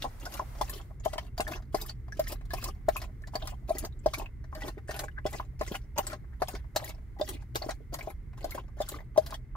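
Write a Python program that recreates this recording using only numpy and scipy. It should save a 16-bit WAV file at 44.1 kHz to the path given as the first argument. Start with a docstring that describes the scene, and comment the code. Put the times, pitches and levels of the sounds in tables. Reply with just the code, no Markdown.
"""A small cabin, a two-port microphone close to a steel bowl from which a dog laps water.
Each lap is a hollow plop as the tongue traps air, then splashes and drips as the water column
rises and falls back, over a short slosh. The air in bowl and cabin rings. Underneath lie a low
rumble, a thin drone and a hiss that drops away within the first second."""
import sys
import numpy as np
from scipy import signal
from scipy.fft import rfft, irfft, next_fast_len
from scipy.io import wavfile
from scipy.ndimage import uniform_filter1d, map_coordinates

SR = 44100
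rng = np.random.default_rng(int(sys.argv[2]) if len(sys.argv) > 2 else 0)


def pcm_store(signal):
    """Save signal as 16-bit PCM."""
    levels = np.round(np.clip(np.atleast_2d(signal), -1, 1) * 32767)
    wavfile.write(sys.argv[1], SR, levels.astype(np.int16).T)


N = 421596

# Air pockets trapped by the tongue: start_s, level_db, pitch_hz, t60_s
AIR_POCKETS = [(0.043, -16.5, 725, .0095), (0.052, -25.5, 910, 0.01), (0.265, -30.5, 664, 0.022),
               (0.395, -11.5, 990, 0.005), (0.611, -11.5, 817, 0.01), (1.059, -11.5, 683, .011),
               (1.157, -19.5, 637, 0.0036), (1.398, -7.5, 674, 0.0057), (1.508, -33, 335, 0.011),
               (1.745, -4.5, 635, 0.0057), (2.193, -19, 612, 0.035), (2.327, -23.5, 620, 0.0069),
               (2.535, -14, 700, 0.0057), (2.884, -10.5, 646, 0.017), (2.959, -21.5, 1130, 0.0084),
               (3.335, -32, 840, 0.016), (3.353, -13, 644, 0.0059), (3.426, -31.5, 694, 0.016),
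               (3.691, -20.5, 665, 0.009), (3.704, -19, 646, 0.035), (3.828, -23, 293, 0.0081),
               (4.06, -8.5, 615, 0.018), (4.134, -34, 1140, 0.031), (4.181, -21.5, 330, 0.0072),
               (4.197, -22.5, 740, 0.0096), (4.215, -29, 900, 0.011), (4.527, -24.5, 1050, 0.0047),
               (4.641, -18.5, 304, 0.005), (4.772, -30.5, 390, 0.017), (4.892, -20.5, 590, 0.012),
               (5.254, -10.5, 537, 0.0099), (5.347, -15.5, 600, 0.0031), (5.398, -16, 1050, 0.0057),
               (5.611, -15.5, 563, .013), (5.715, -12, 332, 0.0065), (5.977, -17.5, 800, 0.011),
               (5.989, -5.5, 820, 0.0045), (6.419, -10, 680, .011), (6.484, -32, 690, 0.018),
               (6.54, -19, 396, 0.0069), (6.761, -16, 606, 0.012), (6.823, -31, 630, 0.013),
               (7.165, -46, 796, 0.023), (7.211, -19, 587, 0.038), (7.555, -20, 470, 0.016),
               (7.618, -24, 680, 0.011), (7.64, -29.5, 640, 0.018), (7.663, -16, 363, 0.0065),
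               (7.689, -16.5, 670, 0.0074), (7.805, -42, 435, 0.026), (7.937, -24, 596, 0.0074),
               (8.073, -21, 630, 0.012), (8.443, -24, 637, 0.028), (8.549, -22, 560, 0.011),
               (8.577, -29, 960, 0.018), (8.77, -42, 620, 0.018), (8.803, -16.5, 620, 0.02),
               (8.921, -31, 430, 0.013), (9.161, -25, 780, 0.014), (9.177, -9.5, 604, 0.026),
               (9.324, -16, 1070, 0.0024), (9.552, -29, 1100, 0.0077)]
# Water falling back: start_s, level_db, brightness_db (more spray, fewer drops)
SPLASH_HITS = [(0.0189, -39, 4), (0.198, -48.5, 10.5), (0.2528, -29.5, -2), (0.3212, -35, -5),
               (0.3386, -29, 5), (0.55, -46.5, -13.5), (0.612, -27, -4), (0.6949, -30.5, 13.5),
               (1.0, -54, -7), (1.0498, -29.5, -0.5), (1.1328, -32, -7), (1.1798, -26.5, -5),
               (1.378, -28, -4), (1.404, -22, -2.5), (1.4767, -30, -3), (1.5178, -35.5, -10),
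               (1.622, -52, -9), (1.745, -24.5, -3), (1.8133, -37, 15.5), (1.8613, -41, 11),
               (1.8927, -32.5, -3), (2.08, -55.5, -16), (2.121, -48.5, -1), (2.17, -46, 4), (2.194, -27, 3),
               (2.2798, -40, 16.5), (2.319, -29.5, 5), (2.41, -53.5, -14.5), (2.453, -50, 5),
               (2.5047, -39, -1), (2.534, -27, -1), (2.613, -38, 4), (2.64, -23, 6.5), (2.8862, -26, -8),
               (2.9646, -30, 11.5), (3.016, -31, -3.5), (3.219, -51, 0), (3.271, -38, -5.5),
               (3.3535, -28.5, -5), (3.4722, -26.5, -1), (3.6928, -34.5, -1), (3.7833, -31.5, 14.5),
               (3.8473, -27.5, 0.5), (4.06, -28, -1), (4.135, -22, 1), (4.1826, -34.5, 6),
               (4.257, -52.5, -13), (4.44, -54.5, -14), (4.549, -35, -4.5), (4.619, -39, -12),
               (4.6801, -32, -7), (4.778, -56.5, -23.5), (4.9083, -30, -9.5), (4.9912, -21, 0),
               (5.2623, -29.5, -6), (5.309, -53, 21), (5.329, -34, 6), (5.6106, -31.5, -11.5),
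               (5.7413, -37.5, -19.5), (5.9811, -17.5, 2.5), (6.0668, -28, -0.5), (6.0981, -34.5, -4.5),
               (6.13, -35, -10.5), (6.4193, -28, -10.5), (6.4834, -26.5, 0.5), (6.55, -34, -7.5),
               (6.64, -64.5, -25), (6.7599, -14.5, 1), (6.844, -37, 11.5), (6.98, -64, -19),
               (7.1874, -47, -10), (7.2115, -33.5, -1), (7.2884, -28.5, 5), (7.5562, -19, -3),
               (7.624, -41.5, -16), (7.6919, -32, -11.5), (7.707, -28, -6.5), (7.421, -51, -10.5),
               (7.9395, -22, 0), (7.987, -36, -9), (8.33, -59.5, -20.5), (8.442, -29, 0), (8.507, -32.5, 5),
               (8.68, -60.5, -18), (8.8048, -36, -3), (8.8144, -28.5, -1), (8.8877, -26.5, 6.5),
               (9.1753, -26, -3.5), (9.2621, -33, 3.5), (9.3056, -34.5, 5.5), (9.3408, -32.5, -3.5)]
# Small single bubbles: start_s, level_db, pitch_hz
SMALL_BUBBLES = [(0.263, -34.5, 1470), (0.3415, -39.5, 2880), (0.6135, -33.5, 3460), (0.6956, -42, 1740),
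                 (1.0, -46, 6860), (1.055, -41, 3080), (1.182, -32, 3070), (1.4033, -33, 2700),
                 (1.468, -33, 1740), (1.5364, -35.5, 2590), (1.8144, -35, 3740), (1.819, -35, 4900),
                 (1.8955, -30.5, 4500), (2.1225, -36.5, 1670), (2.123, -41.5, 5700), (2.2707, -35.5, 1960),
                 (2.287, -39, 5000), (2.506, -37.5, 1685), (2.6194, -44, 2620), (2.654, -44, 1030),
                 (2.9663, -27.5, 2530), (3.238, -41.5, 1750), (3.3553, -26.5, 4570), (3.7689, -40, 1960),
                 (3.925, -56, 3800), (3.992, -50, 7440), (4.143, -28.5, 2310), (4.198, -39, 2630),
                 (4.26, -38.5, 2620), (4.555, -45, 620), (4.6192, -35.5, 1930), (4.8838, -39, 1670),
                 (4.9929, -39, 1806), (5.262, -36, 3310), (5.336, -38.5, 1980), (5.9784, -27.5, 6400),
                 (5.99, -34, 2890), (6.0682, -24.5, 7770), (6.119, -38, 1360), (6.763, -38.5, 3620),
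                 (6.8408, -40, 1910), (7.2126, -34.5, 4840), (7.2145, -31, 3590), (7.292, -38, 3200),
                 (7.2931, -32, 8060), (7.622, -29.5, 4410), (8.521, -36, 2130), (8.821, -37, 3470),
                 (9.343, -35, 3290)]
# Laps, from tongue entry to closing jaw: start_s, end_s, stirring_db, growth_db
LAPS = [(0.0, 0.047, -55, 11), (0.207, 0.406, -59.5, 5), (0.57, 0.784, -62.5, 13),
        (1.033, 1.272, -54, -12.5), (1.368, 1.561, -62, 12), (1.723, 1.903, -54, -2.5),
        (2.14, 2.331, -68, 17.5), (2.492, 2.687, -61, 16), (2.864, 3.054, -63, 8), (3.322, 3.511, -62, 8.5),
        (3.675, 3.852, -58, 1.5), (4.034, 4.226, -65.5, 11.5), (4.516, 4.687, -73, 28),
        (4.874, 5.048, -55.5, 2), (5.243, 5.407, -59.5, 9), (5.591, 5.76, -59.5, 10.5),
        (5.959, 6.136, -58, 3.5), (6.397, 6.57, -63, 8.5), (6.748, 6.898, -60.5, 12),
        (7.185, 7.351, -60, 12), (7.544, 7.753, -51.5, -11), (7.921, 8.11, -60.5, 1.5),
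        (8.371, 8.593, -63.5, 8.5), (8.765, 8.966, -62.5, 11), (9.144, 9.341, -66, 11)]
# Spectra of the water noises: frequency_hz, level_db
SLAP_SPECTRUM = [(1200, -51), (2800, -7), (4500, 1.5), (7000, -4.5), (11000, -14)]
SPRAY_SPECTRUM = [(3500, -62), (7000, 0), (8500, -8), (11000, 1.5), (15500, -4.5)]
DROPS_SPECTRUM = [(300, -57), (600, 0.5), (1000, -6.5), (2000, -6.5), (3000, -25.5), (6000, -40)]
CHURN_SPECTRUM = [(120, -56.5), (250, 3), (400, 4.5), (700, 2.5), (1500, -9), (3000, -9.5), (5000, -33),
                  (9000, -53.5)]
FIZZ_SPECTRUM = [(1500, -71.5), (2800, -50), (4500, 7.5), (7000, 6.5), (9000, 1.5), (15500, 2)]
# Air modes of the bowl and its corner: centre_hz, width_hz, gain_db
BOWL_MODES = [(287, 242, 1), (459.7, 71, 6.5), (614.7, 44.6, 4.5), (769, 55, 10.5), (793.5, 38, 9),
              (1053, 79, 12.5), (1200, 28, -26)]
# Reverberation of the cabin: frequency_hz, t60_s
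CABIN_DECAY = [(300, 0.04), (2000, 0.047), (12000, 0.074)]
# Level of the left port over the right: frequency_hz, level_db
PORT_BALANCE = [(30, -2.5), (60, -3), (100, 2.5), (300, 2), (1000, 3), (4000, 0), (12000, 4)]
# Phase of the left port ahead of the right: frequency_hz, lead_rad
PORT_LEAD = [(40, 0.14), (120, .05), (400, 0.1), (650, 0.71), (1100, 1.15), (2300, 1.52), (4200, 1),
             (7000, 2.05), (15000, 7.3)]
# Room tone over time: time_s, rumble_db, drone_db, hiss_db
ROOM_TONE_LEVELS = [(0, -43, -68, -59), (.7, -42, -66.5, -53.5), (1, -41.5, -75, -73.5),
                    (2.5, -40, -70.5, -71), (3.6, -41, -73, -70.5), (4.5, -41, -71.5, -73.5),
                    (7, -42.5, -71.5, -71), (9.56, -41.5, -72, -75)]
# Spectra of the room tone: frequency_hz, level_db
RUMBLE_SPECTRUM = [(15, -47.5), (28, 0.5), (45, 2.5), (65, -0.5), (80, -4.5), (92, -10.5), (105, -7.5),
                   (125, -4), (150, -17), (250, -24), (420, -32), (700, -53), (1400, -77.5), (4000, -120)]
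DRONE_SPECTRUM = [(400, -53), (800, -9), (1500, -5), (1800, -5), (2100, 2), (2330, -10.5), (2500, -17),
                  (3200, -23), (5000, -75)]
HISS_SPECTRUM = [(1000, -1.5), (3000, -14.5), (8000, -17), (16000, -16.5)]

SLAP_DB, SPRAY_DB, DROPS_DB, SWARM_DB = -11, -13.5, -13.5, -19.5  # against the level of their splash
SPLASH_T60_S, RIPPLE_T60_S, RIPPLE_DB = 0.042, 0.27, -14.5


def plops():
    """Each air pocket trapped by the tongue throbs for a few cycles."""
    start_s, level_db, pitch_hz, t60_s = np.transpose(AIR_POCKETS)[:, :, None]
    t = np.arange(SR // 10) / SR
    return placed(start_s, amp(level_db) * bubble(pitch_hz, np.maximum(t60_s, .003), t, rise=0.048))


def splashes():
    """Water falls back as a wet slap, fine spray and coarse drops, each splash at its own spot."""
    start_s, level_db, bright_db = np.transpose(SPLASH_HITS)[:, :, None]
    count = len(start_s)
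    t = np.arange(SR // 8) / SR
    noise = rng.standard_normal((count, 3, len(t)))
    tint_db = 2.4 * rng.standard_normal((count, 32))  # every splash favours its own bands
    bands_hz = np.geomspace(400, SR / 2, 32)
    tint = lambda hz: amp([np.interp(hz, bands_hz, row) for row in tint_db])
    slap = coloured(filtered(noise[:, 0], tint), SLAP_SPECTRUM)
    spray = coloured(filtered(noise[:, 1], tint), SPRAY_SPECTRUM)
    drops = coloured(filtered(noise[:, 2], tint), DROPS_SPECTRUM)
    attack_s = .001 * amp(rng.normal(0, 4, start_s.shape))
    swell = amp(-60 * t / SPLASH_T60_S) * (1 - np.exp(-t / attack_s))
    beads = uniform_filter1d(rng.random((count, len(t))) ** 60, size=40, axis=1)
    spray = unit(spray * (0.54 + unit(beads)))  # spray lands as separate beads
    mix = amp(SLAP_DB) * slap + amp(SPRAY_DB + bright_db) * spray + amp(DROPS_DB - bright_db) * drops
    burst = amp(level_db) * mix * swell
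    swarm = droplets(start_s, level_db)
    spot = rng.normal(size=(count, 1))  # the nearer port hears it earlier and louder
    sides = [placed(start_s - 30e-6 * toward, burst * amp(0.56 * toward)) for toward in (spot, -spot)]
    return np.array(sides) + swarm


def droplets(start_s, splash_db):
    """Eight droplets chirp after each splash, the later ones fainter."""
    late, pitch, loud = np.moveaxis(rng.random((len(start_s), 8, 3)), 2, 0)
    pitch_hz = (1100 * 6.5 ** pitch).reshape(-1, 1)
    level_db = (splash_db + SWARM_DB - 18 * late + 8 * loud).reshape(-1, 1)
    chirps = bubble(pitch_hz, 22 / pitch_hz, np.arange(1200) / SR, rise=0.28)
    return placed(start_s + .8 * SPLASH_T60_S * late, amp(level_db) * chirps)


def plinks(t60_cycles=66):
    """Small bubbles ring alone at their own pitch."""
    start_s, level_db, pitch_hz = np.transpose(SMALL_BUBBLES)[:, :, None]
    t = np.arange(SR // 10) / SR
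    return placed(start_s, amp(level_db) * bubble(pitch_hz, t60_cycles / pitch_hz, t, rise=0.023))


def bubble(hz, t60_s, t, rise):
    """A damped tone whose pitch climbs as the air nears the surface."""
    phase = 2 * np.pi * hz * t * (1 + rise * np.minimum(t / t60_s, 1))
    return np.sin(phase) * amp(-60 * t / t60_s) * (1 - np.exp(-t * hz * 1.82))


def slosh():
    """Each lap stirs up churn and fizz full of bursting bubbles; a faint trickle runs throughout."""
    churn = patchy_noise(CHURN_SPECTRUM, rate_hz=45, band_hz=842, depth_db=10.5)
    churn += amp(-3) * crackle(count=2500, low_hz=1043, pitch_ratio=4.63, t60_cycles=44)
    fizz = amp(-3) * patchy_noise(FIZZ_SPECTRUM, rate_hz=60, band_hz=2840, depth_db=7)
    fizz += amp(-5.5) * crackle(count=3500, low_hz=3000, pitch_ratio=3.28, t60_cycles=16)
    trickle = amp(-70.5) * patchy_noise(DROPS_SPECTRUM, rate_hz=33, band_hz=1690, depth_db=19)
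    churn *= stirring(gain_db=2, attack_s=0.0021, t60_s=0.095)
    fizz *= stirring(gain_db=-2.5, attack_s=0.0026, t60_s=0.033)
    return spatter(count=500, t60_s=0.02) * (churn + fizz) + spatter(count=150, t60_s=0.039) * trickle


def patchy_noise(spectrum, rate_hz, band_hz, depth_db):
    """Water noise whose level tumbles separately in each band; rms 1."""
    hz, t, bands = signal.stft(coloured(rng.standard_normal(N), spectrum), SR, nperseg=256)
    knots = rng.standard_normal((40, 1200))
    tumble = map_coordinates(knots, np.meshgrid(hz / band_hz, t * rate_hz, indexing="ij"), order=1)
    return unit(signal.istft(bands * amp(depth_db * tumble), SR, nperseg=256)[1][:N])


def crackle(count, low_hz, pitch_ratio, t60_cycles):
    """Tiny bubbles burst at random, a few much louder than the rest; rms 1."""
    when, pitch, chance = rng.random((count, 3)).T[:, :, None]
    pitch_hz = low_hz * pitch_ratio ** pitch
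    level_db = -3.5 * np.log(chance + 1e-6)
    pops = bubble(pitch_hz, t60_cycles / pitch_hz, np.arange(700) / SR, rise=0.057)
    return unit(placed(when * N / SR, amp(level_db) * pops))


def stirring(gain_db, attack_s, t60_s):
    """Envelope of the laps: a quick start, a drift in level, then the water settles and ripples on."""
    start_s, end_s, stirring_db, growth_db = np.transpose(LAPS)[:, :, None]
    t = np.arange(SR // 2) / SR
    length_s = end_s - start_s
    level_db = stirring_db + gain_db + growth_db * np.minimum(t / length_s, 1)
    after_s = np.maximum(t - length_s, 0)
    settling = np.maximum(amp(-60 * after_s / t60_s), amp(RIPPLE_DB - 60 * after_s / RIPPLE_T60_S))
    return placed(start_s, amp(level_db) * settling * (1 - np.exp(-t / attack_s)))


def spatter(count, t60_s):
    """Sudden spurts at random moments: a gain of rms 1."""
    when, strength = rng.random((count, 2)).T[:, :, None]
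    t = np.arange(SR // 20) / SR
    spurts = amp(15.6 * strength - 60 * t / t60_s)
    return unit(1.2 + placed(when * N / SR, spurts))


def bowl(x, direct_db):
    """The air in the bowl and its corner resonates; some sound reaches the microphone directly."""
    def modes(hz):
        return sum((-1) ** k * amp(db) * 1j * hz * width / (centre ** 2 - hz ** 2 + 1j * hz * width)
                   for k, (centre, width, db) in enumerate(BOWL_MODES))
    return filtered(x, lambda hz: modes(hz) + amp(direct_db))


def cabin(x, delay_samples=90):
    """The cabin's short diffuse tail, unrelated at the two ports, renewed every third of a second."""
    out, step = np.zeros((2, N + SR)), SR // 3
    for start in range(0, N, step):
        hz, t, bands = signal.stft(rng.standard_normal((2, SR // 5)), SR, nperseg=128)
        decay = amp(-60 * t / along(CABIN_DECAY, hz)[:, None])
        tail = signal.istft(bands * decay, SR, nperseg=128)[1]
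        tail = unit(tail) / np.sqrt(tail.shape[1])
        wet = signal.fftconvolve(x[None, start:start + step], tail, axes=1)
        arrival = start + delay_samples
        out[:, arrival:arrival + wet.shape[1]] += wet
    return out[:, :N]


def microphone(x):
    """The left port faces the bowl: sound arrives there earlier and the right port is shaded."""
    side = np.array([[.5], [-.5]])
    gain = lambda hz: amp(side * along(PORT_BALANCE, hz))
    return filtered(x, lambda hz: gain(hz) * np.exp(1j * side * along(PORT_LEAD, hz)))


def room_tone():
    """Rumble almost alike at both ports, a wider thin drone, and hiss unrelated between them."""
    time_s, *levels_db = np.transpose(ROOM_TONE_LEVELS)
    rumble_gain, drone_gain, hiss_gain = (amp(np.interp(np.arange(N) / SR, time_s, db))
                                          for db in levels_db)
    rumble = microphone(coloured(stereo_noise(width=.14), RUMBLE_SPECTRUM))
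    drone = coloured(stereo_noise(width=.6), DRONE_SPECTRUM)
    hiss = coloured(rng.standard_normal((2, N)), HISS_SPECTRUM)
    return rumble_gain * rumble + drone_gain * drone + hiss_gain * hiss


def stereo_noise(width):
    """White noise as a mid-side pair, decoded to left and right."""
    mid, side = rng.standard_normal((2, N))
    return np.array([mid + width * side, mid - width * side])


def amp(db):
    """Decibels to amplitude."""
    return 10 ** (np.asarray(db) / 20)


def unit(x):
    """Each row scaled to rms 1."""
    return x / np.sqrt(np.mean(x ** 2, axis=-1, keepdims=True) + 1e-20)


def along(points, hz):
    """A table interpolated on a log frequency axis."""
    frequency_hz, values = np.transpose(points)
    return np.interp(np.log(hz + 1), np.log(frequency_hz + 1), values)


def filtered(x, response):
    """x through a complex frequency response."""
    size = next_fast_len(x.shape[-1] + 8192)
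    return irfft(rfft(x, size) * response(np.fft.rfftfreq(size, 1 / SR)), size)[..., :x.shape[-1]]


def coloured(noise, spectrum):
    """Noise shaped by a spectrum; rms 1."""
    return unit(filtered(noise, lambda hz: amp(along(spectrum, hz))))


def placed(start_s, sounds):
    """Rows of short sounds summed at their start times."""
    at = np.round(start_s * SR).astype(int).reshape(-1, 1) + np.arange(sounds.shape[1])
    return np.bincount(at.ravel(), sounds.ravel(), N + SR)[:N]


def scene():
    """The bowl close to the microphone, the cabin ringing around it, room tone underneath."""
    water = splashes() + plinks() + slosh()
    plop = bowl(plops(), direct_db=0.5)
    near = plop + bowl(water, direct_db=2.0)
    reverb = cabin(amp(-1) * plop + amp(2.5) * water.mean(axis=0))
    return microphone(near + reverb) + room_tone()


def record(dry):
    """The treble rolls off steeply at the top of the band."""
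    stop_hz, slope_hz = 16000, 400
    return filtered(dry, lambda hz: np.clip((stop_hz - hz) / slope_hz, 0, 1) ** 2)


dry = scene()
out = record(dry)
pcm_store(out)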